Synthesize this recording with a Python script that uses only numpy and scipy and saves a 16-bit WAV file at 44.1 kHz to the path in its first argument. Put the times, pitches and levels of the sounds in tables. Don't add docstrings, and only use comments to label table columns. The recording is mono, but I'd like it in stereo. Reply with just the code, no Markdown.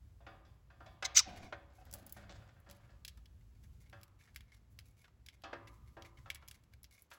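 import sys
import numpy as np
from scipy import signal
from scipy.fft import rfft, irfft
from scipy.io import wavfile

SR = 44100
rng = np.random.default_rng(int(sys.argv[2]) if len(sys.argv) > 2 else 0)


def wav_out(sig):
    wavfile.write(sys.argv[1], SR, np.round(np.clip(np.atleast_2d(sig).T, -1, 1) * 32767).astype(np.int16))


N = 316638
TIME = np.arange(N) / SR
AT_DISH_S = 2.6
SIDES = np.array([[1], [-1]])

# (t/s, level/dB, brightness/dB per octave, hold/s)
RUSTLES = [(1.359, -31, -1.5, 0.015), (1.427, -35, -3, .008), (1.732, -41, 4, 0.073),
           (1.964, -36.5, 7.5, 0.044), (2.138, -36, 4, 0.04), (2.193, -41, -2, 0.021), (2.746, -43, 5, .02),
           (2.831, -49, -2.5, 0.021), (3.628, -40.5, 2, 0.019), (3.803, -40, 4, 0.015),
           (3.858, -48.5, -1.5, 0.0059), (4.188, -43.5, 1, .02), (4.208, -39.5, 1, 0.049),
           (4.273, -47, -2.5, .03), (4.519, -39, 0.5, 0.052), (4.702, -51.5, 12, 0.032),
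           (4.855, -41.5, 6, 0.047), (4.968, -39.5, 3, .075), (5.041, -45.5, -3, .04),
           (5.326, -43, 0, .025), (5.6725, -40, 1.5, .025), (5.725, -45, 4, 0.03), (5.872, -45.5, 1, 0.018),
           (6.048, -35.5, -1, 0.01), (6.172, -42, -1, 0.027), (6.541, -36.5, 2, .012), (6.909, -35, 4, .04),
           (6.948, -41.5, 0, 0.037), (6.987, -39.5, 4.5, 0.052), (7.103, -31.5, 4.5, .05)]
# (f/Hz, level/dB)
CLAW_SPECTRUM = [(150, -29), (250, 2), (337, -3), (375, -12.5), (570, 3), (1050, -8), (1580, -6.5),
                 (2300, -15), (2920, -15), (4720, -16), (6190, -21.5), (7300, -18.5), (9000, -30),
                 (11700, -56.5), (19800, -120)]
# (t/s, level/dB, brightness/dB per octave, resonance/Hz)
SHARP_CLICKS = [(1.853, -44.5, 3.5, 11900), (1.9123, -39.5, 8, 5430), (1.9274, -33.5, 8, 6000),
                (1.938, -27, 11, 9200), (2.065, -41, 11.5, 11600), (2.095, -40.5, 9, 6500),
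                (2.124, -34.5, 14.5, 1790), (2.601, -60.5, 12, 11200), (2.6982, -39.5, 4, 1780),
                (2.711, -32, 1, 13000), (3.049, -24, 2, 3970), (3.079, -28.5, 3.5, 6470),
                (3.0814, -27, 1.5, 3500), (3.1731, -48, 3, 9300), (3.257, -43, 0, 4000),
                (3.897, -44.5, 1.5, 10860), (4.0128, -46, 3, 12950), (4.032, -34.5, 3, 12960),
                (4.0795, -51, 0.5, 12000), (4.346, -44, 1.5, 12000), (4.3608, -23.5, -1, 13600),
                (4.407, -38, -4.5, 13200), (4.7893, -29, -2, 14000), (5.2626, -35, 2.5, 4250),
                (5.286, -30.5, -2.5, 3880), (5.42, -43.5, -2, 12000), (6.022, -33.5, -3.5, 5000),
                (6.3014, -18, -1.5, 2300), (6.347, -29, 3.5, 8940), (6.3562, -32.5, -3.5, 1900),
                (6.478, -37.5, 3, 11000), (6.4838, -30, 6, 6000), (6.512, -29, 0, 9000),
                (6.637, -50.5, 2, 6980), (6.7357, -40, -0.5, 1784), (6.8315, -42.5, 10.5, 11900),
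                (6.8424, -34, 0, 5140), (7.021, -44, 12, 1796)]


def gain_of(db):
    return 10 ** (np.asarray(db) / 20)


def unit_rms(x):
    return x / np.sqrt(np.mean(x ** 2) + 1e-20)


def unit_energy(x):
    return x / np.sqrt(np.sum(x ** 2, axis=-1, keepdims=True) + 1e-20)


def rise(t, rise_s):
    return 1 - np.exp(-t / rise_s)


def decay(t, t60):
    return gain_of(-60 * t / t60)


def read(points, hz):
    f, value = np.transpose(points)
    return np.interp(np.log(hz + 1), np.log(f + 1), value)


def add(mix, s, sound):
    part = mix[..., max(round(s * SR), 0):][..., :sound.shape[-1]]
    part += sound[..., :part.shape[-1]]


def colour(x, points, size=2048):
    db = np.maximum(read(points, abs(np.fft.fftfreq(size, 1 / SR))), -140)
    response = np.exp(np.conj(signal.hilbert(np.log(gain_of(db)))))
    impulse = np.fft.ifft(response).real.reshape((1,) * (x.ndim - 1) + (-1,))
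    return signal.fftconvolve(x, impulse, axes=-1)[..., :x.shape[-1]]


def tilted(points, db_per_octave, pivot_hz):
    return [(hz, db + db_per_octave * np.log2(hz / pivot_hz)) for hz, db in points]


def peaked(points, peak_hz, height_db, width_octaves):
    hz = np.geomspace(70, 16000, 90)
    return zip(hz, read(points, hz) + height_db * np.exp(-(np.log2(hz / peak_hz) / width_octaves) ** 2))


def noise(points):
    spectrum = gain_of(read(points, np.fft.rfftfreq(N, 1 / SR)))
    return unit_rms(irfft(rfft(rng.standard_normal(N)) * spectrum, N))


def wander(count, hz):
    knots = rng.standard_normal(4096)
    return unit_rms(np.interp(np.arange(count) * hz / SR, np.arange(len(knots)), knots))


def grains(t, per_s, spread_db):
    size = rng.choice([-1, 1], len(t)) * gain_of(spread_db * np.minimum(rng.exponential(1, len(t)), 4))
    return size * (rng.random(len(t)) < per_s / SR)


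def resonate(x, hz, width_hz):
    turn = np.exp(2j * np.pi * np.cumsum(hz * np.ones(len(x))) / SR)
    pole = np.exp(-np.pi * width_hz / SR)
    return 2 * (turn * signal.lfilter([1 - pole], [1, -pole], x / turn)).real


def ring(modes, t, detune=.025):
    out = np.zeros(len(t))
    for hz, db, t60 in modes:
        hz *= 1 + detune * rng.uniform(-1, 1)
        out += gain_of(db) * decay(t, t60) * np.sin(2 * np.pi * (hz * t + rng.random()))
    return unit_energy(out)


def tail(t60s, count=32768):
    hz, t, bands = signal.stft(rng.standard_normal((2, count)), SR, nperseg=256)
    bands = bands * decay(t, read(t60s, hz)[:, None])
    side_db = read([(150, -9.5), (600, -6.5), (1400, -0.5), (2600, -13.0), (5000, -17.5)], hz)
    bands[1] *= gain_of(side_db)[:, None]
    mid, side = signal.istft(bands, SR, nperseg=256)[1][:, :count]
    return np.array([mid + side, mid - side]) / np.linalg.norm(mid)


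def background(hiss_db=-78.5, hiss_side_db=-8, rumble_side_db=-20, lumps_db=2):
    # (f/Hz, level/dB)
    hiss_spectrum = [(88, -34.5), (150, -3.5), (774, -15), (1660, -20), (4670, -29.5), (7770, -33),
                     (9080, -42), (10800, -33), (13200, -41), (15000, -37), (16000, -44)]
    rumble_spectrum = [(15, -44), (30, -15.5), (45, -5), (62, 3.5), (82, -6), (105, -1.5), (150, -14.5),
                       (250, -23), (500, -48)]
    # (t/s, level/dB)
    handling = [(0, -60), (.6, -62), (1.0, -59), (1.8, -62.5), (2.3, -59), (2.6, -61), (3.8, -58.5),
                (4.25, -64), (4.7, -64), (5.35, -65.5), (5.85, -58), (6.3, -61.5), (6.8, -66), (7.18, -79)]
    hiss = noise(hiss_spectrum) + gain_of(hiss_side_db) * SIDES * noise(hiss_spectrum)
    rumble_db = np.interp(TIME, *np.transpose(handling)) + lumps_db * wander(N, 16)
    rumble = noise(rumble_spectrum) + gain_of(rumble_side_db) * SIDES * noise(rumble_spectrum)
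    return gain_of(hiss_db) * hiss + gain_of(rumble_db) * rumble


def knocks(wires_db=-2, bars_db=-1, bars_side_db=-5, spot_db=-11, spot_t60=.17):
    # (t/s, level/dB, brightness/dB per octave, clack/dB, resonance/Hz)
    blows = [(0.204, -33, -1, -2, 753), (0.265, -20, 0, 3, 1470), (0.449, -40, 8.5, -2, 1413),
             (0.701, -31.5, 2, 0, 1570), (0.803, -25.5, -1.5, 0, 1385), (0.861, -25.5, 4.5, -1, 647),
             (1.024, -12, 3.5, 8.5, 1442), (1.524, -19.5, -0.5, 11.5, 1625), (1.949, -33.5, -1.5, 8, 587),
             (2.024, -36, -3.5, -10, 281), (2.164, -25.5, -1.5, 3, 1926), (2.229, -28.5, 1, -13, 1490),
             (2.293, -23.5, 2, 3.5, 4840), (2.417, -35.5, 2.5, -4.5, 1510), (2.489, -40.5, 3, 8, 1520),
             (2.563, -36.5, -0.5, -2, 1596), (2.662, -30.5, 0.5, -12, 1580), (2.799, -42.5, -1, -11, 1530),
             (2.832, -40, 1, -8, 1560), (2.889, -35, 2, -7, 1590), (3.927, -25, 2, 2.5, 1703),
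             (5.436, -16.5, 4, 3, 310), (5.446, -20, 0, -10, 1244), (5.529, -16, -1, 7.5, 1600),
             (5.967, -22.5, -2, 2, 1383), (6.258, -26.5, 2, 0, 1295), (6.423, -36.5, 1.5, 9, 1263),
             (7.113, -26.5, 5, 6, 1436)]
    # (f/Hz, level/dB, t60/s)
    bar_modes = [(326, -6.5, .8), (473.6, -8, .3), (565, -0.5, .5), (688, 1.5, .35), (760, 0, 0.42),
                 (1025, -8.5, 1), (1114, -10.5, .8), (1208, -5, 0.63), (1440, 6, .14), (1569, 5.5, 0.21),
                 (1722, -4, 0.43), (1840, -1.5, 0.44), (2265, -5, .55), (2540, 0, .3), (2661, 0, .2),
                 (3350, 1, .5), (3480, 1, .35), (3600, 0, .3), (4740, 1, .42), (4990, 0, .25)]
    wall_modes = [(339, -2.5, 0.64), (476, -3, .27), (565, 0.5, 0.45), (681, -0.5, .25), (775, -1.5, .4),
                  (942, -5, .4), (1010, -11, 1), (1112, -7.5, 0.5), (1197, -7, 0.88), (1250, -8, 0.52),
                  (1375, 4, 0.17), (1610, 2, 0.23), (1707, 0.5, 0.29), (1845, -1, 0.27), (2616, -1, .25),
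                  (2900, -5, .2), (3289, -2, .35), (3490, -3, .25), (4300, -2, .28), (4900, -3, .28)]
    # (f/Hz, t60/s)
    wire_t60s = [(200, 1), (600, 1), (1100, 0.9), (1800, 0.62), (3400, 0.7), (5000, 0.3495), (8000, 0.073)]
    wall_t60s = [(200, 0.64), (350, 0.92), (680, 0.52), (900, 0.76), (1150, 1.25), (1500, 0.54), (2500, .5),
                 (5000, .38), (8000, .1)]
    # (f/Hz, level/dB)
    clack_spectrum = [(150, -12), (600, 1.5), (1600, 1.5)]
    cage_spectrum = [(70, -10.5), (180, 0), (300, 2.5), (410, 0.5), (620, 4), (1400, -3), (2800, -8),
                     (5700, -18.5), (11300, -43), (16000, -57.5)]
    out, hz = np.zeros((2, N)), np.geomspace(250, 8000, 90)
    for s, level_db, brightness, clack_db, ring_hz in blows:
        modes, t60s = (bar_modes, wire_t60s) if s < AT_DISH_S else (wall_modes, wall_t60s)
        wires = tail(t60s)
        t = np.arange(wires.shape[-1]) / SR
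        blow = unit_energy(rng.standard_normal(len(t)) * decay(t, .068) * rise(t, .0016))
        bars = ring(modes, t, detune=.008) + gain_of(bars_side_db) * SIDES * ring(modes, t, detune=.0096)
        spot = ring([(ring_hz, 0, spot_t60), (0.9 * ring_hz, -3, spot_t60)], t, detune=.008)
        ringing = gain_of(wires_db) * wires + gain_of(bars_db) * bars + gain_of(spot_db) * spot
        hit = gain_of(clack_db) * colour(blow, clack_spectrum) + ringing * rise(t, .003)
        ripple = np.transpose([hz, rng.uniform(-5, 2, len(hz))])
        body = peaked(cage_spectrum, ring_hz, height_db=6, width_octaves=.64)
        add(out, s, gain_of(level_db) * colour(colour(hit, ripple), tilted(body, brightness, 1400)))
    return out


def squawk(length, top_db, top_hz, open_hz, shut_hz, flutter_hz=340, jitter=.05, rough=.52):
    # (f/Hz, width/Hz, level/dB)
    resonances = [(1360, 73, -33), (2126, 60, -6.5), (2410, 140, -8), (3150, 37, -20.5), (3120, 33, -21),
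                  (3730, 32, -11), (3710, 76, -9.5), (4000, 89, -12.5), (4740, 98, -4), (5360, 85, 0.5),
                  (6023, 44, -4), (6180, 13, -4.5), (6600, 56, -2), (7400, 42.6, -16), (7800, 17, -12),
                  (8602, 32, -17)]
    # (f/Hz, level/dB)
    rasp_spectrum = [(290, -73), (500, -50.5), (1360, -20), (1620, -17.5), (2070, -7), (2650, -13.5),
                     (3110, -10.5), (3390, -12.5), (5970, -3), (7980, -13), (8700, -21.5), (9220, -35),
                     (10100, -34), (14700, -36.5), (16000, -43)]
    quiet_db, quiet_hz = -54.5, 874
    sag_db, catch_db, peaks_db, beak_db = 3, 6.5, 6.5, -6.5
    swell_share, fade_share = .38, .29
    extra_width_hz, beak_width_hz = 130, 900
    t = np.arange(0, length, 1 / SR)
    progress = t / length
    push = (np.minimum(progress / swell_share, 1) * np.minimum((1 - progress) / fade_share, 1)) ** .75
    effort_db = quiet_db + (top_db - quiet_db) * push
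    effort_db -= sag_db * np.maximum(progress - swell_share, 0) / (1 - swell_share)
    effort_db -= catch_db * np.exp(-((progress - .6) / .04) ** 2)
    hz = quiet_hz + (top_hz - quiet_hz) * (effort_db - quiet_db) / (top_db - quiet_db)
    turns = np.cumsum(hz * (1 + jitter * wander(len(t), 900))) / SR
    buzz = unit_rms(sum(np.cos(2 * np.pi * (k * turns + rng.random())) for k in range(1, 12)))
    flutter = np.cumsum(flutter_hz * (1 + .25 * wander(len(t), 250))) / SR
    bursts = .8 + np.cos(np.pi * flutter) ** 4
    drive = bursts * ((1 - rough) * buzz + rough * rng.standard_normal(len(t)))
    peaks = sum(gain_of(db) * resonate(drive, f, width + extra_width_hz) for f, width, db in resonances)
    beak_hz = open_hz + (shut_hz - open_hz) * progress ** 2
    beak = unit_rms(resonate(resonate(drive, beak_hz, beak_width_hz), beak_hz, beak_width_hz))
    rasp = unit_rms(unit_rms(colour(drive, rasp_spectrum)) + gain_of(peaks_db) * unit_rms(peaks))
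    rasp = unit_rms(rasp + gain_of(beak_db) * push * beak)
    tone = gain_of(-27 + .41 * effort_db) * progress ** 4 * unit_rms(bursts * np.sin(2 * np.pi * turns))
    voice = (gain_of(effort_db) * rasp + tone) * signal.windows.tukey(len(t), .05)
    return colour(voice, [(300, -23), (600, -15.5), (950, -1.5), (8400, -.5), (9500, -10.5), (16000, -4)])


def feathers(start_s=1.248, attack_s=.025, hold_s=.2, release_s=.031, level_db=-54.5, flutter_db=1.5):
    # (f/Hz, level/dB)
    spectrum = [(40, -3.5), (80, 5), (150, -4), (250, 2), (400, -18.5), (600, -9.5), (1200, -20.5),
                (3000, -23.5), (6000, -28.5), (9000, -39), (16000, -46)]
    settling_db, settled_s = -31, 1.76
    t = TIME - start_s
    shake = np.exp(-np.maximum(t - attack_s - hold_s, 0) / release_s)
    settling = gain_of(settling_db) * np.exp(-np.maximum(TIME - settled_s, 0) / release_s)
    envelope = np.clip(t / attack_s, 0, 1) * (shake + settling)
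    return noise(spectrum) * envelope * gain_of(level_db + flutter_db * wander(N, 54.7))


def murmur(length, level_db, settled_hz, slide=.07, settle_s=.032, fade_db_per_s=57, jitter=.04):
    # (multiple of the pitch, level/dB)
    partials = [(1.001, 17.5), (2.07, 5.5), (3.478, 1.5)]
    t = np.arange(0, length, 1 / SR)
    hz = settled_hz * (1 + slide * np.exp(-t / settle_s))
    turns = np.cumsum(hz * (1 + jitter * wander(len(t), 340))) / SR
    voice = sum(gain_of(db) * (1 + .57 * wander(len(t), 160.6)) * np.sin(2 * np.pi * k * turns)
                for k, db in partials)
    return gain_of(level_db - fade_db_per_s * t) * unit_rms(voice) * signal.windows.tukey(len(t), .1)


def rustles(fall_s=.019, dish_db=-17, clumps_db=3, slump_db_per_s=70, nibbles_per_s=4, nibble_db=-54):
    # (f/Hz, level/dB, t60/s)
    dish_modes = [(2120, 21, 0.023), (1660, 9, 0.045), (2600, -4, 0.055), (2986, -16, 0.031)]
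    # (f/Hz, level/dB)
    spectrum = [(500, -7), (2150, 9.5), (3000, 5.5), (5000, 1.5), (8000, -1.5), (12600, 0.5), (16000, -11)]
    out, t = np.zeros(N), np.arange(8000) / SR
    gaps, sizes, shines = rng.random((40, 3)).T
    times = AT_DISH_S + np.cumsum(.5 + gaps) / nibbles_per_s
    nibbles = [(s, nibble_db + 6 * (size - .5), 4 * (shine - .5), 0)
               for s, size, shine in zip(times, sizes, shines) if s < N / SR]
    for s, level_db, brightness, hold_s in [*RUSTLES, *nibbles]:
        envelope = rise(t, .0011) * np.exp(-np.maximum(t - hold_s, 0) / fall_s)
        clicks = grains(t, per_s=2600, spread_db=4) * envelope
        cloud = unit_energy(clicks * gain_of(clumps_db * wander(len(t), 120) - slump_db_per_s * t))
        dish = unit_energy(signal.fftconvolve(cloud, ring(dish_modes, t))[:len(t)])
        rustle = cloud + gain_of(dish_db) * dish
        add(out, s, gain_of(level_db) * colour(rustle, tilted(spectrum, brightness, 6500)))
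    return out


def rocking(events, offset_db, thump_hz=72, t60=.22):
    out, t = np.zeros(N), np.arange(8000) / SR
    thump = decay(t, t60) * np.sin(2 * np.pi * thump_hz * t)
    for s, level_db, *_ in events:
        add(out, s, gain_of(offset_db + .5 * level_db) * thump)
    return out


def claws(uneven_db=3):
    # (t/s, level/dB)
    shuffle = [(1.7, -77.5), (1.9, -73.5), (2.2, -80.5), (2.45, -73), (2.53, -89.5), (2.6, -93),
               (2.72, -74), (2.85, -88), (2.95, -83), (3.03, -96)]
    level_db = np.interp(TIME, *np.transpose(shuffle), left=-120, right=-120) + uneven_db * wander(N, 38)
    slips = grains(TIME, per_s=700, spread_db=3)
    return unit_rms(colour(slips, CLAW_SPECTRUM)) * gain_of(level_db)


def sharp_clicks(rattle_db=-4.5, echo_s=.0018, echo_db=-7):
    # (f/Hz, level/dB)
    spectrum = [(350, -14), (900, -14.5), (1560, 2.5), (2200, 8), (3400, 8), (4700, 6.5), (7400, -0.5),
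                (12000, 0.5), (16000, -4.5)]
    out, t = np.zeros(N), np.arange(6000) / SR
    for s, level_db, brightness, ring_hz in SHARP_CLICKS:
        snap = unit_energy(grains(t, per_s=6000, spread_db=4) * decay(t, .01) * rise(t, .0004))
        rattle = unit_energy(grains(t, per_s=3000, spread_db=4) * decay(t, .071))
        click = snap + gain_of(rattle_db) * rattle
        add(click, echo_s, gain_of(echo_db) * snap)
        body = peaked(spectrum, ring_hz, height_db=5, width_octaves=.53)
        add(out, s, gain_of(level_db) * colour(unit_energy(click), tilted(body, brightness, 4980)))
    return out


def steps(grip_s=.022):
    # (t/s, level/dB, scrape/dB)
    footfalls = [(1.925, -27, -3), (1.975, -30, -19), (2.058, -31.5, -8), (2.163, -29.5, -7),
                 (2.225, -29, -17), (2.295, -29.5, -1), (2.345, -34.5, -3), (2.475, -36, -6),
                 (2.685, -29, -6), (2.765, -37, -15), (2.9, -40.5, -4.5)]
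    # (f/Hz, level/dB, t60/s)
    perch_modes = [(113, 2, 0.14), (195, 0, 0.14), (341.4, -11, 0.13), (568, -8, .16)]
    out, t = np.zeros(N), np.arange(12000) / SR
    for s, level_db, scrape_db in footfalls:
        slips = grains(t, per_s=400, spread_db=3) * np.exp(-t / grip_s)
        scrape = unit_energy(colour(slips, tilted(CLAW_SPECTRUM, db_per_octave=3, pivot_hz=1000)))
        step = ring(perch_modes, t) + gain_of(scrape_db) * scrape
        add(out, s, gain_of(level_db) * step * rise(t, .0045))
    return out


def pitched_ticks(crunch_db=-5):
    # (t/s, level/dB, f/Hz)
    ticks = [(3.173, -44, 1250), (4.207, -44, 2270), (4.272, -43, 1742), (4.519, -38.5, 2155),
             (5.042, -41, 2160), (5.052, -43, 1450), (5.078, -45, 1277), (5.672, -35, 2155),
             (6.046, -37.5, 2050), (6.171, -39, 2200)]
    # (multiple of the pitch, level/dB, t60/s)
    partials = [(.77, -7, .03), (.93, -5, .025), (1, -1, .045), (1.06, -2, .03), (1.2, -8, .025),
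                (1.4, -9, .02)]
    out, t = np.zeros(N), np.arange(6000) / SR
    for s, level_db, hz in ticks:
        bits = unit_energy(grains(t, per_s=4000, spread_db=2.5) * decay(t, .05) * rise(t, .0015))
        hollow = ring([(k * hz, db, t60) for k, db, t60 in partials], t, detune=.015)
        tock = unit_energy(signal.fftconvolve(bits, hollow)[:len(t)])
        crunch = unit_energy(colour(bits, [(600, -20), (1500, -3), (2500, 0), (5000, -7), (16000, -22)]))
        add(out, s, gain_of(level_db) * (tock + gain_of(crunch_db) * crunch))
    return out


def room(x, wet_db, near_db):
    # (f/Hz, t60/s)
    room_t60s = [(200, 0.44), (1500, 1), (6000, 0.2297), (15000, 0.05)]
    near, far = tail([(200, .04), (16000, .034)]), tail(room_t60s)
    reflections = gain_of(near_db) * near + gain_of(wet_db) * far
    return x + signal.fftconvolve(x[None], reflections, axes=1)[:, :N]


def scene():
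    # (t/s, length/s, top effort/dB, top pitch/Hz, open beak/Hz, closing beak/Hz)
    syllables = [(1.043, .025, -32, 1100, 3950, 3550), (1.145, .0695, -18.7, 1478, 6300, 4700)]
    # (t/s, length/s, level/dB, f/Hz)
    soft_notes = [(1.251, 0.293, -53.5, 721.2), (1.783, 0.048, -62.5, 700)]
    voice = np.zeros(N)
    for s, *syllable in syllables:
        add(voice, s, squawk(*syllable))
    for s, *note in soft_notes:
        add(voice, s, murmur(*note))
    thumps = rocking(SHARP_CLICKS, offset_db=-43) + rocking(RUSTLES, offset_db=-52.5)
    cage = knocks() + thumps + room(claws() + steps(), wet_db=-6, near_db=-8)
    calls = room(voice, wet_db=-23.5, near_db=-11.5)
    snaps = room(sharp_clicks(), wet_db=-23, near_db=-11)
    room_tone = background()
    rustling = room(feathers() + rustles(), wet_db=-22.5, near_db=-4)
    ticks = room(pitched_ticks(), wet_db=-21, near_db=-9)
    return calls + cage + snaps + room_tone + rustling + ticks


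def record(dry):
    # (f/Hz, left lead/rad)
    port_phase = [(0, 0), (1100, 0), (1500, .6), (2100, .3), (4100, .12), (7600, -.1), (9100, -3.14),
                  (11000, -6.28), (13400, -9.42), (15400, -12.57), (17000, -12.6)]
    half_turn = np.exp(.5j * np.interp(np.fft.rfftfreq(N, 1 / SR), *np.transpose(port_phase)))
    ports = irfft(rfft(dry) * np.array([half_turn, half_turn.conj()]), N)
    lowpass = signal.firwin(401, 16500, window=("kaiser", 9), fs=SR)
    return signal.oaconvolve(ports, lowpass[None], "same")


dry = scene()
out = record(dry)
wav_out(out)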